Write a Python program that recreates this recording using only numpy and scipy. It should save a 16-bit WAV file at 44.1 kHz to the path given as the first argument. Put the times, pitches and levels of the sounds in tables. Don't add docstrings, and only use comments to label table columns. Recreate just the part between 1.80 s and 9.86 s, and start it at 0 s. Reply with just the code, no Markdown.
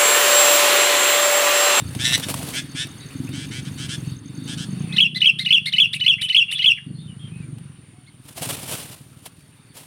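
import sys
import numpy as np
from scipy import signal
from scipy.fft import rfft, irfft, next_fast_len
from scipy.io import wavfile
from scipy.ndimage import uniform_filter1d

SR = 44100
rng = np.random.default_rng(int(sys.argv[2]) if len(sys.argv) > 2 else 0)


def wav_out(sig):
    wavfile.write(sys.argv[1], SR, np.round(np.clip(np.atleast_2d(sig).T, -1, 1) * 32767).astype(np.int16))


def rack_gain(trim_db):
    fader = np.asarray(trim_db, float)
    return 10 ** (fader / 20)


N = 355578

# (t/s, forest wash level/dB, cicadas level/dB,
# thin insect lines level/dB, stirring leaves level/dB)
AIR = [(0, -46.5, -50, -50.5, -62), (1, -47.5, -54.5, -53.5, -61), (2.3, -48, -53.5, -51.5, -56.5),
       (2.4, -54, -59.5, -59.5, -79), (2.7, -49, -53, -45, -57.5), (3.15, -45, -50, -60.5, -73),
       (3.25, -60.5, -60, -71, -95.5), (5, -61, -58.5, -68, -94), (5.6, -54, -55.5, -72, -95),
       (6.3, -59, -61, -72, -85), (7.2, -58.5, -60.5, -72.5, -63), (8.06, -58, -62.5, -66, -75)]


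def evened(x):
    return x / np.sqrt(np.mean(x ** 2) + 1e-20)


def read(points, hz):
    f, value = np.transpose(points)
    return np.interp(np.log(hz + 1), np.log(f + 1), value)


def curves(rows, t=None):
    s, *columns = np.transpose(rows)
    t = np.arange(N) / SR if t is None else t
    return [np.interp(t, s, c) for c in columns]


def add(mix, s, sound):
    part = mix[round(s * SR):][:len(sound)]
    part += sound[:len(part)]


def coloured(x, points):
    size = next_fast_len(len(x))
    gain = rack_gain(read(points, np.fft.rfftfreq(size, 1 / SR)))
    return irfft(rfft(x, size) * gain, size)[:len(x)]


def resonate(x, hz, width):
    turn = np.exp(2j * np.pi * np.cumsum(hz * np.ones(len(x))) / SR)
    r = np.exp(-np.pi * width / SR)
    return 2 * (turn * signal.lfilter([1 - r], [1, -r], x / turn)).real


def wander(length, size):
    smooth = uniform_filter1d(rng.standard_normal(length), size)
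    return evened(uniform_filter1d(smooth, size))


def voice(hz, throat, count, fuzz):
    turns = np.cumsum(hz) / SR
    gains = np.array([rack_gain(read(throat, k * hz)) * (k * hz < SR / 2) for k in range(1, count + 1)])
    wave = 0
    for k, gain in enumerate(gains):
        flutter = 1 + fuzz * k * wander(len(hz), size=30)
        wave = wave + gain * np.sin(2 * np.pi * (k + 1) * turns) * flutter
    return wave / np.sqrt((gains ** 2).sum(0) / 2)


def note(rows, rough, count=7, breath_db=10.5):
    # (f/Hz, level/dB)
    song_throat = [(1200, -25.5), (1600, -23), (2200, 4.5), (2900, 12), (4200, -0.5), (4800, -14),
                   (5600, -21), (7000, -35.5), (9000, -28.5), (11000, -41), (15000, -43.5)]
    t = np.arange(rows[0][0], rows[-1][0], 1 / SR)
    hz, db = curves(rows, t)
    hz = uniform_filter1d(hz, size=60) * (1 + rough * 0.087 * wander(len(t), size=25))
    wave = voice(hz, song_throat, count=count, fuzz=0.53)
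    wave = wave * (1 + rough * wander(len(t), size=40))
    hiss = evened(resonate(resonate(rng.standard_normal(len(t)), 9800, 1900), 8800, 1500))
    sound = wave + rack_gain(breath_db) * rough ** 2 * hiss
    return t[0], rack_gain(db) * sound * signal.windows.tukey(len(t), min(1, 400 / len(t)))


def song():
    # (t/s, length/s, scoop level/dB, hold level/dB, hold f/Hz, roughness 0-1)
    leads = [(3.123, 0.041, -32.5, -34, 2100, 0.14), (3.163, 0.018, -20.5, -29.5, 1974, .05),
             (3.344, .047, -31.5, -24.5, 2034, 0.15), (3.403, .036, -27, -11, 2956, 0),
             (3.587, 0.053, -23.5, -27.5, 2110, 0.19), (3.647, 0.038, -27.5, -15.5, 2904, 0.08),
             (3.856, 0.046, -23.5, -25.5, 2150, 0.21), (3.921, 0.039, -26, -16.5, 2990, 0.08),
             (4.129, 0.047, -25, -22.5, 2830, 0.23), (4.196, 0.049, -29, -18.5, 2975, 0.02),
             (4.412, 0.057, -23, -24, 2990, 0.25), (4.484, 0.04, -27, -16.5, 2995, 0.09),
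             (4.711, 0.042, -25.5, -23.5, 2950, 0.29), (4.778, 0.04, -30, -18.5, 2930, 0),
             (6.261, 0.045, -59, -51.5, 2170, .1)]
    # (t into the note/s, f/Hz, level above the scoop level/dB)
    scoop_shape = [(-.003, 1442, -14.5), (.005, 1760, 1), (.013, 2026, -1.5)]
    # (place: -1 grace note, 0 attack, 1 top, 2 end;
    # pitch as share of the top, level ahead of the effort/dB)
    refrain = [(-1, .525, -31.5), (-.55, .6, -26.5), (-.12, .63, -31.5), (0, .815, -11.5),
               (.15, .895, -9.5), (.4, .74, -18.5), (.54, 0.6, -32.5), (.68, .82, -10.5), (.83, 0.97, -8),
               (1.003, 0.99, -11), (1.2, 0.95, -9.5), (1.42, .865, -13), (1.58, .76, -20.5),
               (1.68, .81, -14.5), (1.845, .815, -10.5), (2, 0.68, -26)]
    # (attack t/s, top t/s, end t/s, top f/Hz, effort level/dB: grace note, top, end)
    refrains = [(3.183, 3.214, 3.272, 3420, -9, 0.47, -5.5), (3.445, 3.464, 3.507, 3370, -5, 0, 1.5),
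                (3.707, 3.734, 3.788, 3473, -2, 0.62, 0), (3.984, 4.008, 4.063, 3480, 0.5, 0.54, -2),
                (4.264, 4.287, 4.345, 3466, -0.5, 0.13, -2), (4.547, 4.573, 4.633, 3437, -1.5, 0.72, -1.5),
                (4.844, 4.867, 4.925, 3470, -0.5, -0.5, 3.5)]
    leap_s, hold, sag = .016, .72, .76
    droop_db, fade_db = -2, -16
    grace_s, leap_gap_s = .026, .003
    out = np.zeros(N)
    for s, length, scoop_db, hold_db, hz, rough in leads:
        scoop = [(s + late, low_hz, scoop_db + db) for late, low_hz, db in scoop_shape]
        held = [(s + leap_s, hz, hold_db), (s + hold * length, hz, hold_db + droop_db)]
        ending = [(s + length, sag * hz, hold_db + fade_db)]
        add(out, *note(scoop + held + ending, rough))
    place, share, shape_db = np.transpose(refrain)
    for attack, top, end, top_hz, grace_db, effort_db, end_db in refrains:
        s = np.interp(place, np.arange(-1, 3), [attack - grace_s, attack, top, end])
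        effort = np.interp(s, [attack - leap_gap_s, attack, top, end],
                           [grace_db, effort_db, effort_db, end_db])
        add(out, *note(np.transpose([s, share * top_hz, shape_db + effort]), rough=0.05))
    return out


def arch(place, top):
    return np.where(place < top, 1 - place / top, (place - top) / (1 - top))


def buzzy_call(rows, depth, steady, trill_hz=128, rough=.06):
    # (f/Hz, level/dB)
    chatter_throat = [(800, -38), (1200, -13.5), (1900, -6), (2500, -8), (3700, 3), (4500, -11.5),
                      (5400, -5), (6800, -13.5), (8800, -8.5), (11000, -23), (15000, -36.5)]
    t = np.arange(rows[0][0], rows[-1][0], 1 / SR)
    db, hz, second_db = curves(rows, t)
    trill = trill_hz * (1 + 0.052 * wander(len(t), size=300))
    swing = np.cos(2 * np.pi * (np.cumsum(trill) / SR + rng.random()))
    scoop = 1 - .12 * np.exp(-(t - t[0]) / .025)
    pitch = hz / 2 * scoop * (1 + depth * (swing - .8) + 0.014 * wander(len(t), size=30))
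    wave = voice(pitch, chatter_throat, count=7, fuzz=0.09)
    wave = wave + rack_gain(second_db) * voice(1.46 * pitch, chatter_throat, count=1, fuzz=0)
    breath = coloured(rng.standard_normal(len(t)), chatter_throat)
    sound = ((1 - rough) * evened(wave) + rough * evened(breath)) * (steady + swing)
    return t[0], rack_gain(db) * evened(sound) * signal.windows.tukey(len(t), .3)


def short_call(s, length, top_db, top_hz, ends_db, second_db):
    top, climb, roundness = .62, .06, 2.24
    second_stands = 0.86
    place = np.linspace(0, 1, num=21)
    fade_db = ends_db * arch(place, top) ** roundness
    hz = top_hz * (1 + climb * (place - top))
    return np.transpose([s + length * place, top_db + fade_db, hz, second_db - second_stands * fade_db])


def squabble():
    # (t/s, level/dB, loudest partial f/Hz, second voice level above it/dB)
    scold = [(.18, -29.5, 3254, -0.5), (.22, -25, 3570, -15.5), (.238, -27, 3710, -12),
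             (.252, -16, 3870, -15), (.32, -26, 3740, -2), (.335, -15.5, 3830, -16),
             (.36, -13.5, 4006, -8.5), (.375, -38, 3800, -6)]
    # (t/s, length/s, top level/dB, loudest partial f/Hz,
    # ends level relative to the top/dB, second voice level above the first at the top/dB)
    short_calls = [(0.419, .035, -23.5, 3830, -25.5, -13), (.725, 0.091, -23.5, 3420, -19, -9),
                   (0.943, .115, -26, 3640, -15.5, -13), (1.519, 0.15, -37, 3320, -2.5, -9.5),
                   (1.703, 0.11, -35, 3260, -3.5, -5), (1.845, .05, -41, 3450, -3.5, -10),
                   (1.968, 0.11, -33.5, 3300, -11, -15), (2.081, .085, -30.5, 3440, -7, -16),
                   (2.667, .09, -34, 3380, -6, -18), (2.769, .085, -35, 3336, -1, -22)]
    out = np.zeros(N)
    add(out, *buzzy_call(scold, depth=.16, steady=1.4))
    for row in short_calls:
        add(out, *buzzy_call(short_call(*row), depth=.12, steady=2.4))
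    return out


def rustle():
    # (f/Hz, level/dB)
    leaves = [(240, -26), (400, -5), (763, -14.5), (1330, -15), (2870, -3), (6470, -9.5), (9370, -2),
              (15800, -14.5)]
    # (top t/s, level/dB, swell/dB per s, fade/dB per s)
    flurries = [(.001, -43.5, 900, 475), (.3, -40.5, 64, 22), (.5, -32.5, 550, 264), (.56, -42, 90, 8),
                (6.49, -50, 280, 110), (6.58, -37.5, 630, 380), (6.63, -31.5, 634, 170),
                (6.7, -34.5, 380, 75), (6.93, -35, 68.5, 85.5), (7.1, -47, 39, 108), (7.46, -47, 482, 456),
                (7.97, -47, 598, 117)]
    # (t/s, starting level/dB)
    snaps = [(0.1501, -31.5), (0.3238, -26), (0.378, -25), (0.3975, -29), (0.4856, -25.5), (0.5415, -23),
             (0.629, -34.5), (0.6878, -33.5), (1.0701, -36), (1.4905, -37.5), (5.7844, -47),
             (6.6216, -29.5), (6.6894, -28), (6.7889, -41.5), (6.9125, -31), (6.9399, -34), (7.4614, -37.5),
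             (7.6076, -52)]
    first_ends_s, stop_db_per_s = .76, 148
    snap_t60 = 0.023
    t, db = np.arange(N) / SR, curves(AIR)[3]
    for s, top_db, swell, fade in flurries:
        stop_db = stop_db_per_s * np.maximum(t - first_ends_s, 0) * (s < first_ends_s)
        slope_db = np.where(t < s, swell * (s - t), fade * (t - s))
        db = np.maximum(db, top_db - slope_db - stop_db)
    gain = rack_gain(db + 2.4 * wander(N, size=400))
    grains = rack_gain(2.4 * np.minimum(rng.exponential(1, N), 5)) * (rng.random(N) < 4000 / SR)
    grains = signal.oaconvolve(grains, rng.standard_normal(200) * rack_gain(-.25 * np.arange(200)))[:N]
    crackle = evened(coloured(0.29 * evened(grains) + rng.standard_normal(N), leaves))
    push = evened(resonate(rng.standard_normal(N), 520, 650))
    beats, tick = np.zeros(N), np.arange(0, .12, 1 / SR)
    for s, start_db in snaps:
        add(beats, s, rack_gain(start_db - 60 * tick / snap_t60))
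    return (rack_gain(5.0) * gain + beats) * crackle + (rack_gain(-2) * gain + rack_gain(-1.5) * beats) * push


def claps():
    # (t/s, level ahead of the 4 ms rise and the decay/dB)
    wing_claps = [(.49, -30), (.6, -29.5), (6.575, -34), (6.622, -24)]
    ring_hz, t60 = 680, .06
    t, out = np.arange(0, .1, 1 / SR), np.zeros(N)
    for s, level_db in wing_claps:
        puff = resonate(resonate(rng.standard_normal(len(t)), ring_hz, 260), ring_hz, 260)
        add(out, s, rack_gain(level_db - 60 * t / t60) * np.minimum(t / .004, 1) * evened(puff))
    return out


def engine():
    # (t/s, firings per s)
    firing_rate = [(0, 28.86), (.5, 24.9), (.7, 19.02), (1.2, 19.48), (1.7, 24.62), (2.1, 21.97),
                   (2.35, 21.28), (2.7, 27.73), (2.9, 23.07), (3.1, 31.65), (3.7, 28.57), (3.9, 22.94),
                   (4.3, 23.98), (4.5, 20.45), (5, 22.25), (5.3, 28.84), (5.5, 24.5), (5.8, 23.68),
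                   (6.3, 18.33), (8.07, 18.9)]
    # (t/s, thump level/dB, bark of the pipe level above it/dB, thump f/Hz)
    pipe = [(0, -30.5, -10, 116), (.75, -35, -2.5, 117), (1.31, -39.5, -7, 124), (1.35, -33, -1.5, 123),
            (2, -31.5, -8.5, 125), (2.33, -31, -11.5, 122), (2.39, -39, -4, 125), (2.65, -34.5, -2.5, 137),
            (2.95, -26.5, -13, 150), (3.45, -37, -17.5, 153), (4.42, -41, -27.5, 131),
            (4.5, -45.5, -15, 131.6), (5.05, -46, -17, 131.4), (5.08, -31, -6, 149.4),
            (5.25, -36.5, -18.5, 128.5), (5.6, -36.5, -17.5, 130), (5.68, -35, -5.5, 129),
            (5.85, -38.5, -18, 128.4), (6.05, -48, -10.5, 123.7), (6.55, -49, -5, 119.6),
            (6.62, -36, -7, 120), (6.95, -41.5, -7, 120), (7.25, -48, -8, 119), (8.06, -52, -8, 119.6)]
    first_turn = .48
    speed = curves(firing_rate)[0]
    at = np.flatnonzero(np.diff(np.floor(first_turn + np.cumsum(speed) / SR)))
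    chance = rng.standard_normal((len(at), 2))
    late = (30 * chance[:, 0]).astype(int)
    blows = np.zeros(N)
    blows[np.clip(at + late, 0, N - 1)] = rack_gain(3.0 * chance[:, 1])
    blows = evened(blows) + 0.74 * rng.standard_normal(N)
    db, bark_db, hz = curves(pipe)
    thump, bark = blows, blows
    for _ in range(3):
        thump, bark = resonate(thump, hz, 112.3), resonate(bark, 266.5, 92)
    return rack_gain(db) * (evened(thump) + rack_gain(bark_db) * evened(bark))


def whistle(s, length, from_hz, middle_hz, to_hz, db):
    edge_db, top = -4.5, .4
    place = np.linspace(0, 1, num=9)
    hz = np.polyval(np.polyfit([0, .5, 1], [from_hz, middle_hz, to_hz], deg=2), place)
    rows = np.transpose([s + length * place, hz, db + edge_db * arch(place, top)])
    return note(rows, rough=0.3, count=1, breath_db=-21)


def far_birds():
    # (t/s, length/s, start f/Hz, middle f/Hz, end f/Hz, top level ahead of the mix/dB)
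    far_notes = [(1.2, 0.048, 3800, 3900, 4000, -51), (1.295, 0.037, 2000, 2800, 2780, -55.5),
                 (1.47, .02, 2280, 2570, 2747, -49), (3.017, 0.091, 735, 737, 740, -60.5),
                 (3.09, 0.08, 2560, 2540, 2553, -46), (4.38, 0.032, 1910, 2350, 2800, -41.5),
                 (4.43, 0.067, 3060, 3100, 2614, -38.5), (4.68, 0.031, 2865, 2813, 2810, -30.5),
                 (4.745, 0.042, 3465, 3370, 3240, -30.5), (4.81, .028, 3360, 3173, 3120, -26),
                 (4.965, 0.026, 2670, 2150, 1470, -44), (5.135, 0.092, 4250, 4300, 4260, -61.5),
                 (5.18, 0.096, 3525, 3680, 3550, -56.5), (5.275, 0.061, 3110, 2950, 2830, -55.5),
                 (5.39, .11, 3250, 3225, 3110, -52.5), (5.51, .13, 2420, 2550, 2330, -57),
                 (6.127, 0.11, 714, 727, 720, -69)]
    out = np.zeros(N)
    for row in far_notes:
        add(out, *whistle(*row))
    return out


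def cricket(hz=6270, length=0.012, gap=0.0228, peak_db=-43):
    chirps = [0.063, .156, .575, .696, .799, .891, 1.087, 1.18, 1.26, 1.363, 1.444, 1.546, 1.664, 1.823,
              1.915, 2.178, 2.271, 2.362, 2.455, 2.547, 2.638, 2.903, 2.993]
    t = np.arange(0, length, 1 / SR)
    wave = np.sin(2 * np.pi * hz * t * (1 + 1.7 * t))
    pip = rack_gain(peak_db) * wave * signal.windows.tukey(len(t), .9)
    out = np.zeros(N)
    for s in chirps:
        add(out, s, pip)
        add(out, s + gap, pip)
    return out


def air():
    # (f/Hz, level/dB)
    wash_colour = [(60, -2.5), (150, -11.5), (370, -2.5), (630, -13.5), (1200, -9), (2800, -10),
                   (5800, -24), (9000, -21.5), (10900, -34), (15800, -33)]
    patchy_db = 2.0
    wash_db, cicada_db, line_db = curves(AIR)[:3]
    frames, hz = N // 256 + 5, np.fft.rfftfreq(1024, 1 / SR)
    a, b, patches = rng.standard_normal((frames, 513, 3)).T
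    patches = evened(uniform_filter1d(uniform_filter1d(patches, 10, axis=0), 12, axis=1))
    spectrum = (a + 1j * b) * rack_gain(read(wash_colour, hz)[:, None] + patchy_db * patches)
    wash = signal.istft(spectrum, nperseg=1024, noverlap=768)[1][:N]
    band, noise = rng.standard_normal((2, N))
    for _ in range(3):
        band = resonate(band, 9220, 960)
    lines = np.zeros(N)
    for f in (3650, 4480):
        lines += resonate(resonate(noise, f, 250), f, 250) * rack_gain(3 * wander(N, size=1500))
    cicadas = rack_gain(cicada_db + 1.2 * wander(N, size=60)) * evened(band)
    return rack_gain(wash_db) * evened(wash) + cicadas + rack_gain(line_db) * evened(lines)


def trees(x, t60=0.33, ground_db=10.0, ground_t60=0.067):
    t = np.arange(SR // 2) / SR
    fade = rack_gain(-60 * t / t60) + rack_gain(ground_db - 60 * t / ground_t60)
    taps = rng.standard_normal(len(t)) * (rng.random(len(t)) < .06) * fade * (t > .002)
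    return signal.fftconvolve(x, taps / np.linalg.norm(taps))[:N]


def scene():
    near, far = song() + squabble(), far_birds()
    echoes = trees(rack_gain(-7.0) * near + rack_gain(3.5) * far)
    birds = near + rack_gain(4.0) * far + echoes
    return (birds + rustle() + claps() + engine() + cricket() + air())[None]


def band_limit(x):
    return signal.sosfilt(signal.butter(12, 16480, fs=SR, output="sos"), x)


def record(dry):
    ceiling = .74
    dry = signal.sosfilt(signal.butter(2, 55, "high", fs=SR, output="sos"), dry)
    mix = dry / (1 + abs(dry / ceiling) ** 6) ** (1 / 6)
    return band_limit(mix)


dry = scene()
out = record(dry)
wav_out(out)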